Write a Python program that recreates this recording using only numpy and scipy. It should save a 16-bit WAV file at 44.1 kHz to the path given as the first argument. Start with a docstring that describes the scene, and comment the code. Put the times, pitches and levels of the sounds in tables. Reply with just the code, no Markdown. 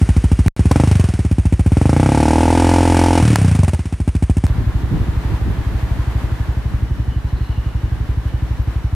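"""A loud single-cylinder motorcycle idles close by, is blipped, revved and held, then drops to idle.
Each firing rings its exhaust pipe, lets out a puff of gas and rattles the metal.
The scene then switches to the seat of a second bike coasting up to a traffic queue at night:
its silencer thuds under gusts of wind and the roar of tyres, and its brake faintly rubs and squeals."""
import sys
import numpy as np
from scipy import signal
from scipy.fft import rfft, irfft, next_fast_len
from scipy.io import wavfile

SR = 44100
rng = np.random.default_rng(int(sys.argv[2]) if len(sys.argv) > 2 else 0)


def materialize(psi):
    """Save the field psi as 16-bit PCM at rate SR to the path in sys.argv[1].

    A 1-D psi becomes a single channel; in a 2-D psi each row is a channel.
    """
    bounded = np.clip(np.atleast_2d(psi).T, -1, 1)
    quanta = np.round(bounded * 32767).astype(np.int16)
    wavfile.write(sys.argv[1], SR, quanta)


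N = 394683
TIME = np.arange(N) / SR
SWITCH_S = 4.475  # the second bike takes over
PULSE_SAMPLES = 8192

# How fast the loud engine runs. Each row: time in seconds, firings per second.
LOUD_SPEED = [(0.0, 13.32), (0.33, 13.21), (0.67, 16.55), (0.82, 27.52), (1.35, 13.95), (1.63, 14.5),
              (1.89, 26.8), (2.14, 35.92), (2.39, 40.78), (2.7, 43.4), (3.18, 43.22), (3.24, 36.45),
              (3.27, 40.09), (3.72, 18.0), (3.95, 13.04), (4.48, 14.36)]
# The tone of its rush, clatter and rasp. Each row: frequency in Hz, relative level in dB.
ENGINE_TONE = [(25, 1), (60, 13.5), (300, 3.5), (900, -4), (1200, -3), (2300, -4.5), (4000, -13.5),
               (6200, -12.5), (7500, -15), (9200, -9.5), (10500, -19.5), (12500, -32.5), (16000, -46)]


def amp(db):
    """Turns decibels into a gain."""
    return 10 ** (np.asarray(db) / 20)


def unit(x):
    """Scales a signal to an average (rms) level of 1."""
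    return x / np.sqrt(np.mean(x ** 2) + 1e-20)


def curves(rows, t):
    """Reads every column of a time table at the times t."""
    s, *columns = np.transpose(rows)
    return [np.interp(t, s, column) for column in columns]


def read(points, hz):
    """Reads a frequency table at hz, joining its points on a musical (log) scale."""
    f, value = np.transpose(points)
    return np.interp(np.log(hz + 1), np.log(f + 1), value)


def add(mix, s, sound):
    """Mixes a sound in at s seconds."""
    part = mix[max(round(s * SR), 0):][:len(sound)]
    part += sound[:len(part)]


def notes_db(notes, hz):
    """The spectrum, in dB, of something that rings at several notes."""
    power = sum(amp(db) ** 2 / (1 + (2 * (hz - f) / width) ** 2) ** 2 for f, width, db in notes)
    return 10 * np.log10(power + 1e-12)


def ring(gain_db, chamber_hz, chamber_q):
    """One pulse with this spectrum; the silencer chamber holds the bass back, so its pitch falls."""
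    log_gain = np.log(amp(np.concatenate([gain_db, gain_db[-2:0:-1]])))
    pulse = np.exp(np.conj(signal.hilbert(log_gain)))[:len(gain_db)]  # hits first, then dies away
    ratio = np.fft.rfftfreq(PULSE_SAMPLES, 1 / SR) / chamber_hz
    chamber = 1 - ratio ** 2 + 1j * ratio / chamber_q
    return irfft(pulse * np.conj(chamber) / chamber)


def noise(shape, table):
    """Noise of level 1 whose spectrum in dB follows shape(table, hz)."""
    size = next_fast_len(N, True)
    colour = amp(shape(table, np.fft.rfftfreq(size, 1 / SR)))
    return unit(irfft(rfft(rng.standard_normal(size)) * colour, size)[:N])


def street_noise(shape, table):
    """Stereo noise, partly alike in the two ears, as on a street."""
    # Each row: frequency in Hz, likeness of left and right (1 is identical; below 0 counts as 0).
    likeness = [(60, 0.71), (130, 0.54), (290, 0.8), (640, 0.69), (1410, 0.5), (3100, 0.049), (6820, 0.097),
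                (15000, -0.42)]
    size = next_fast_len(N, True)
    same = np.clip(read(likeness, np.fft.rfftfreq(size, 1 / SR)), 0, 1)
    mid = rfft(noise(shape, table), size) * np.sqrt((1 + same) / 2)
    side = rfft(noise(shape, table), size) * np.sqrt((1 - same) / 2)
    return irfft(np.array([mid + side, mid - side]), size)[:, :N]


def wander(per_s):
    """A random drift of level 1 that heads for a new value per_s times a second."""
    points = rng.standard_normal(4000)
    return unit(np.interp(TIME * per_s, np.arange(len(points)), points))


def ripple(hz, patch_hz):
    """Random bumps and dips that give one pulse its own tone."""
    points = rng.standard_normal(1000)
    return np.interp(hz / patch_hz, np.arange(len(points)), points)


def firings(speed, first_cycle):
    """The times at which an engine fires, once per working cycle."""
    t = np.arange(speed[0][0], speed[-1][0], 1 / SR)
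    cycles = np.cumsum(curves(speed, t)[0]) / SR
    return np.interp(np.arange(first_cycle, cycles[-1]), cycles, t)


def engine(t):
    """The loud engine's throttle and overrun (spinning on, throttle shut), 0-1; pulse and rush in dB."""
    # Throttle twists. Each row: opening time, rise time and shutting time in seconds, added throttle
    # and overrun from 0 to 1, time in seconds when the engine falters near idle, its dip in dB.
    twists = [(0.653, 0.033, 0.833, 0.59, 0.5, 1.024, -6.5), (1.679, 0.16, 3.195, 0.73, 0.83, 3.73, -10)]
    # Base levels at idle speed. Each row: time in seconds, pulse in dB, rush in dB.
    idle_levels = [(0, -3.5, -34), (.9, -3, -40), (1.5, -2.5, -41), (4.4, -5, -42.5)]
    # Single firings that sound softer and duller, or louder and brighter.
    # Each row: time in seconds, change in dB.
    odd_firings = [(.954, -3), (3.357, -13), (3.634, -1.5), (4.079, 3.5), (4.225, 2.5), (4.296, 3),
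                   (4.434, 2.5)]
    idle_throttle, idle_rate = 0.069, 14.16  # 0-1, firings per second
    shut_s, falter_s, recover_s = 0.036, 0.082, 0.28
    throttle, overrun, falter_db = idle_throttle, 0, 0
    for opens, rise, shuts, opening, depth, falters, dip_db in twists:
        opened = 1 - np.exp(-np.maximum(t - opens, 0) / rise)
        shut = np.clip((t - shuts) / shut_s, 0, 1)
        idling = np.clip((t - falters) / falter_s, 0, 1)
        throttle += opening * opened * (1 - shut)
        overrun += depth * shut * (1 - idling)
        falter_db += dip_db * idling * np.exp(-np.maximum(t - falters - falter_s, 0) / recover_s)
    odd_db = sum(db * (abs(t - s) < .012) for s, db in odd_firings)
    pulse_db, rush_db = curves(idle_levels, t)
    pulse_db += 7.5 * (throttle - idle_throttle) + 6.5 * overrun + falter_db + odd_db
    throttle, overrun = np.clip([throttle + 0.04 * odd_db, overrun], 0, 1)
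    # at speed each pulse is shorter of breath, while the rush grows
    octaves = np.log2(curves(LOUD_SPEED, t)[0] / idle_rate)
    return throttle, overrun, pulse_db - 3.5 * octaves, rush_db + 9.5 * octaves


def engine_rush():
    """The running engine's steady mechanical noise, louder at speed."""
    throttle, _, _, rush_db = engine(TIME)
    return amp(rush_db + 0.76 - 0.58 * throttle + 0.35 * wander(per_s=300)) * noise(read, ENGINE_TONE)


def loud_exhaust(times):
    """Each firing rings the pipe; an open throttle makes the blow harder and brighter."""
    # The pipe's notes at idle, with the throttle wide open, and on the overrun.
    # Each row: base pitch in Hz, width in Hz, relative level in dB.
    idle_notes = [(55.3, 8.1, 0.5), (65.9, 15.6, 2), (83.2, 31, 2.5), (102.2, 21.7, 1.5), (168, 43, -5),
                  (255, 103, -11.5), (356.5, 41, -18.5), (594, 420, -39.5), (840, 210, -38.5)]
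    open_notes = [(45.7, 13, -14.5), (89.6, 42, -5), (135, 30, -26), (255, 66, -10), (311.6, 68, -10),
                  (436, 77, -20), (525, 66, -19), (582, 71, -21), (709, 79, -18.5), (830, 330, -37),
                  (873, 133, -15), (974, 45, -22.5)]
    overrun_notes = [(94.8, 37.3, -0.5), (110, 69, -25.5), (157, 44, -6), (249, 57, -15.5), (419, 43, -30),
                     (790, 480, -36.5)]
    # More open-throttle notes, which fade at high revs. The rows are laid out the same way.
    fading_notes = [(148, 44, -4.5), (1390, 450, -25.5)]
    hz, out = np.fft.rfftfreq(PULSE_SAMPLES, 1 / SR), np.zeros(N)
    bass_cut_db = 10 * np.log10(1 + (42 / (hz + 10)) ** 8)
    for s, throttle, overrun, db, _ in zip(times, *engine(times)):
        speed = curves(LOUD_SPEED, s)[0]
        fade_db = -1.83 * max(speed - 33.2, 0)
        faded = [(f, width, level + fade_db) for f, width, level in fading_notes]
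        # hot gas at speed carries sound faster and lifts the pipe's notes
        idle_db = notes_db(idle_notes, hz / (speed / 14.6) ** 0.32) - bass_cut_db
        open_db = notes_db([*open_notes, *faded], hz / (speed / 45.5) ** 0.12)
        overrun_db = notes_db(overrun_notes, hz / (speed / 27.3) ** 0.39)
        pipe_db = idle_db + min(throttle * 1.255, 1) * (open_db - idle_db)
        pipe_db += overrun * (overrun_db - pipe_db)
        # the fuel burns steadily under load and unevenly on the overrun
        uneven_db = 2 + 5 * overrun - 1.1 * throttle
        bumps = ripple(hz, patch_hz=151) * np.minimum(hz / 500, 1)
        pipe_db += uneven_db * (bumps + 0.33 * rng.standard_normal())
        add(out, s - .0003, amp(51.0 + db) * ring(pipe_db, chamber_hz=62.0, chamber_q=0.89))
    return out


def gas_puffs(times, decay_s=0.0034, second_s=0.011, second_db=-4):
    """Gas hisses out as the valve opens, and again more weakly as the pipe surges back."""
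    # The tone of a puff. Each row: frequency in Hz, relative level in dB.
    puff_tone = [(150, -6.5), (450, 2.5), (900, 2.5), (1300, -4.5), (2500, -4.5), (4000, -16), (7000, -14),
                 (9200, -7.5), (11000, -20), (13000, -29), (16000, -29)]
    t, envelope = np.arange(0, .06, 1 / SR), np.zeros(N)
    burst = t / decay_s * np.exp(1 - t / decay_s)
    for s, throttle, overrun, pulse_db, _ in zip(times, *engine(times)):
        puff_db = -25 + 1.03 * pulse_db - 3.5 * throttle
        size = amp(puff_db + (1.2 + 2.0 * overrun) * rng.standard_normal())
        add(envelope, s - .0008, size * burst)
        add(envelope, s + second_s, size * amp(second_db) * burst ** 2)
    return envelope * noise(read, puff_tone)


def clatter(times, decay_s=0.0094, above_rush_db=7.5):
    """Every firing rings the same crowd of notes in the pipe wall and the engine casing."""
    t, out = np.arange(0, .05, 1 / SR), np.zeros(N)
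    metal = noise(read, ENGINE_TONE)[:len(t)] * np.exp(-t / decay_s)
    for s, _, _, _, rush_db in zip(times, *engine(times)):
        add(out, s, amp(rush_db + above_rush_db + 2.0 * rng.standard_normal()) * metal)
    return out


def rasp(times, decay_s=0.0071):
    """The gas jet tears at the pipe's mouth after each firing, harder as the throttle opens."""
    t, envelope = np.arange(0, .04, 1 / SR), np.zeros(N)
    burst = t / decay_s * np.exp(1 - t / decay_s)
    for s, throttle, _, _, rush_db in zip(times, *engine(times)):
        add(envelope, s, throttle * amp(rush_db - 1.6 + 1.8 * rng.standard_normal()) * burst)
    return envelope * noise(read, ENGINE_TONE)


def snaps():
    """Very short, sharp cracks of noise."""
    # Each row: start in seconds, level in dB, decay time in seconds.
    cracks = [(.4815, -8, 0.0004), (0.7136, -7.5, 0.0038), (2.946, -15, 0.0033), (3.358, 2, 0.0013),
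              (4.467, -17.5, 0.00043)]
    # Their tone. Each row: frequency in Hz, relative level in dB.
    crack_tone = [(200, 0), (900, 13.5), (1700, 1.5), (3000, -10), (8000, -7.5), (12000, -19), (16000, -28)]
    t, envelope = np.arange(0, .01, 1 / SR), np.zeros(N)
    for s, db, decay in cracks:
        add(envelope, s, amp(db) * np.exp(-t / decay))
    return envelope * noise(read, crack_tone)


def loud_bike():
    """The first bike, plus sharp clicks where the sound cuts out or switches."""
    times = firings(LOUD_SPEED, first_cycle=.2)
    sound = engine_rush() + gas_puffs(times) + rasp(times)
    sound += loud_exhaust(times) + clatter(times) + snaps()
    rounded = sound / (1 + (sound / .9) ** 4) ** (1 / 4)  # softens the tallest peaks
    audible = (TIME < .482) | (TIME > .565)  # the sound cuts out for an instant
    fade_out = np.clip((SWITCH_S - TIME) / 0.048 + 0.97, 0, 1)
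    return rounded * audible * fade_out


def wind():
    """Wind buffets the microphone, gusts three times and dies down to a low rumble."""
    # The wind's tone. Each row: frequency in Hz, relative level in dB.
    wind_tone = [(20, -6), (45, -1), (100, -0.5), (200, -9.5), (330, -14), (500, -27.5), (1000, -38),
                 (3000, -79)]
    # The gusts. Each row: middle in seconds, half length in seconds, boost in dB.
    gusts = [(4.952, 0.11, 6.5), (5.317, .05, 7), (5.492, 0.051, 10.5)]
    wind_db = np.maximum(-24 - 3 * (TIME - SWITCH_S), -33)
    wind_db += sum(db * np.exp(-((TIME - s) / length) ** 2) for s, length, db in gusts)
    return amp(wind_db + 2.7 * wander(per_s=39)) * street_noise(read, wind_tone)


def tyres():
    """Tyres roar on the road, more softly as the bike slows."""
    # The roar's loudness. Each row: time in seconds, relative level in dB.
    roar_levels = [(4.47, -39), (6.15, -37.5), (7.0, -42), (8.95, -41.5)]
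    # Its tone. Each row: frequency in Hz, relative level in dB.
    roar_tone = [(100, -12), (300, 4.5), (550, -1), (950, 1), (1300, -3), (1750, -2.5), (2300, -8.5),
                 (4000, -14), (5200, -19.5), (8000, -23.5), (12000, -25), (15000, -26.5), (15800, -60)]
    roar_db = curves(roar_levels, TIME)[0] + 3.5 + 0.68 * wander(per_s=25)
    return amp(roar_db) * street_noise(read, roar_tone)


def coasting_exhaust(settle_s=0.43):
    """Soft, uneven thuds from a silencer behind the rider; each ear gets its own street reflections."""
    # How fast the second engine runs. Each row: time in seconds, firings per second.
    coast_speed = [(4.45, 12.09), (4.92, 11.9), (5.99, 12.32), (6.83, 11.66), (7.35, 12.27), (7.59, 11.61),
                   (8.3, 11.98), (8.95, 11.83)]
    # The silencer's notes. Each row: pitch in Hz, width in Hz, relative level in dB.
    silencer_notes = [(59.8, 24.3, -3), (83, 56.3, -10), (112.7, 26.4, -8), (164, 13, -19), (264, 19, -27),
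                      (308, 43, -29.5)]
    hz, out = np.fft.rfftfreq(PULSE_SAMPLES, 1 / SR), np.zeros((2, N))
    for s in firings(coast_speed, first_cycle=.6):
        thud_db = 48.5 + 3 * np.exp((SWITCH_S - s) / settle_s)  # the first few are a little stronger
        pipe_db = notes_db(silencer_notes, hz) + 0.59 * ripple(hz, patch_hz=51.4)
        start = s - .001 + 0.00085 * rng.standard_normal()
        for side in out:
            heard_db = pipe_db + 0.66 * ripple(hz, patch_hz=35.5)
            add(side, start, amp(thud_db) * ring(heard_db, chamber_hz=50.5, chamber_q=0.6))
    return out


def brake_rub(start_s=6.3, press_s=0.2):
    """The brake pad presses on its disc and rubs faintly until the end."""
    # The disc's notes. Each row: pitch in Hz, width in Hz, relative level in dB.
    disc_notes = [(2960, 96, 4), (3950, 270, -9), (5640, 450, -7)]
    pressure = np.clip((TIME - start_s) / press_s, 0, 1)
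    return pressure * amp(-59.5 + 2.7 * wander(per_s=14)) * street_noise(notes_db, disc_notes)


def brake_squeals():
    """Now and then the pad briefly catches one note of the disc."""
    # Each row: middle in seconds, half length in seconds, pitch in Hz, width in Hz, base level in dB.
    squeals = [(7.148, 0.074, 2980, 218, -54), (7.44, 0.15, 4100, 550, -55), (7.58, 0.18, 2880, 260, -50.5),
               (7.858, 0.034, 2900, 180, -52), (8.35, 0.12, 2940, 280, -56), (8.63, .025, 12900, 350, -58)]
    out = np.zeros(N)
    for s, length, hz, width, db in squeals:
        swell = np.exp(-((TIME - s) / length) ** 2)
        out += amp(db) * swell * noise(notes_db, [(hz, width, 0)])
    return out * amp(2.6 * wander(per_s=40))


def scene():
    """The loud bike sits in the centre; the ride that follows is in stereo."""
    bikes = loud_bike() + coasting_exhaust()
    riding = np.clip((TIME - SWITCH_S) / 0.0033 + 1, 0, 1)
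    return bikes + riding * (wind() + tyres() + brake_rub()) + brake_squeals()


def record(dry):
    """The microphone drops the deepest rumble; then the highest treble is cut."""
    rumble_cut = signal.butter(2, 24, "high", fs=SR, output="sos")
    treble_cut = signal.firwin(511, 15900, window=("kaiser", 9), fs=SR)
    return signal.oaconvolve(signal.sosfilt(rumble_cut, dry), treble_cut[None], "same")


dry = scene()
out = record(dry)
materialize(out)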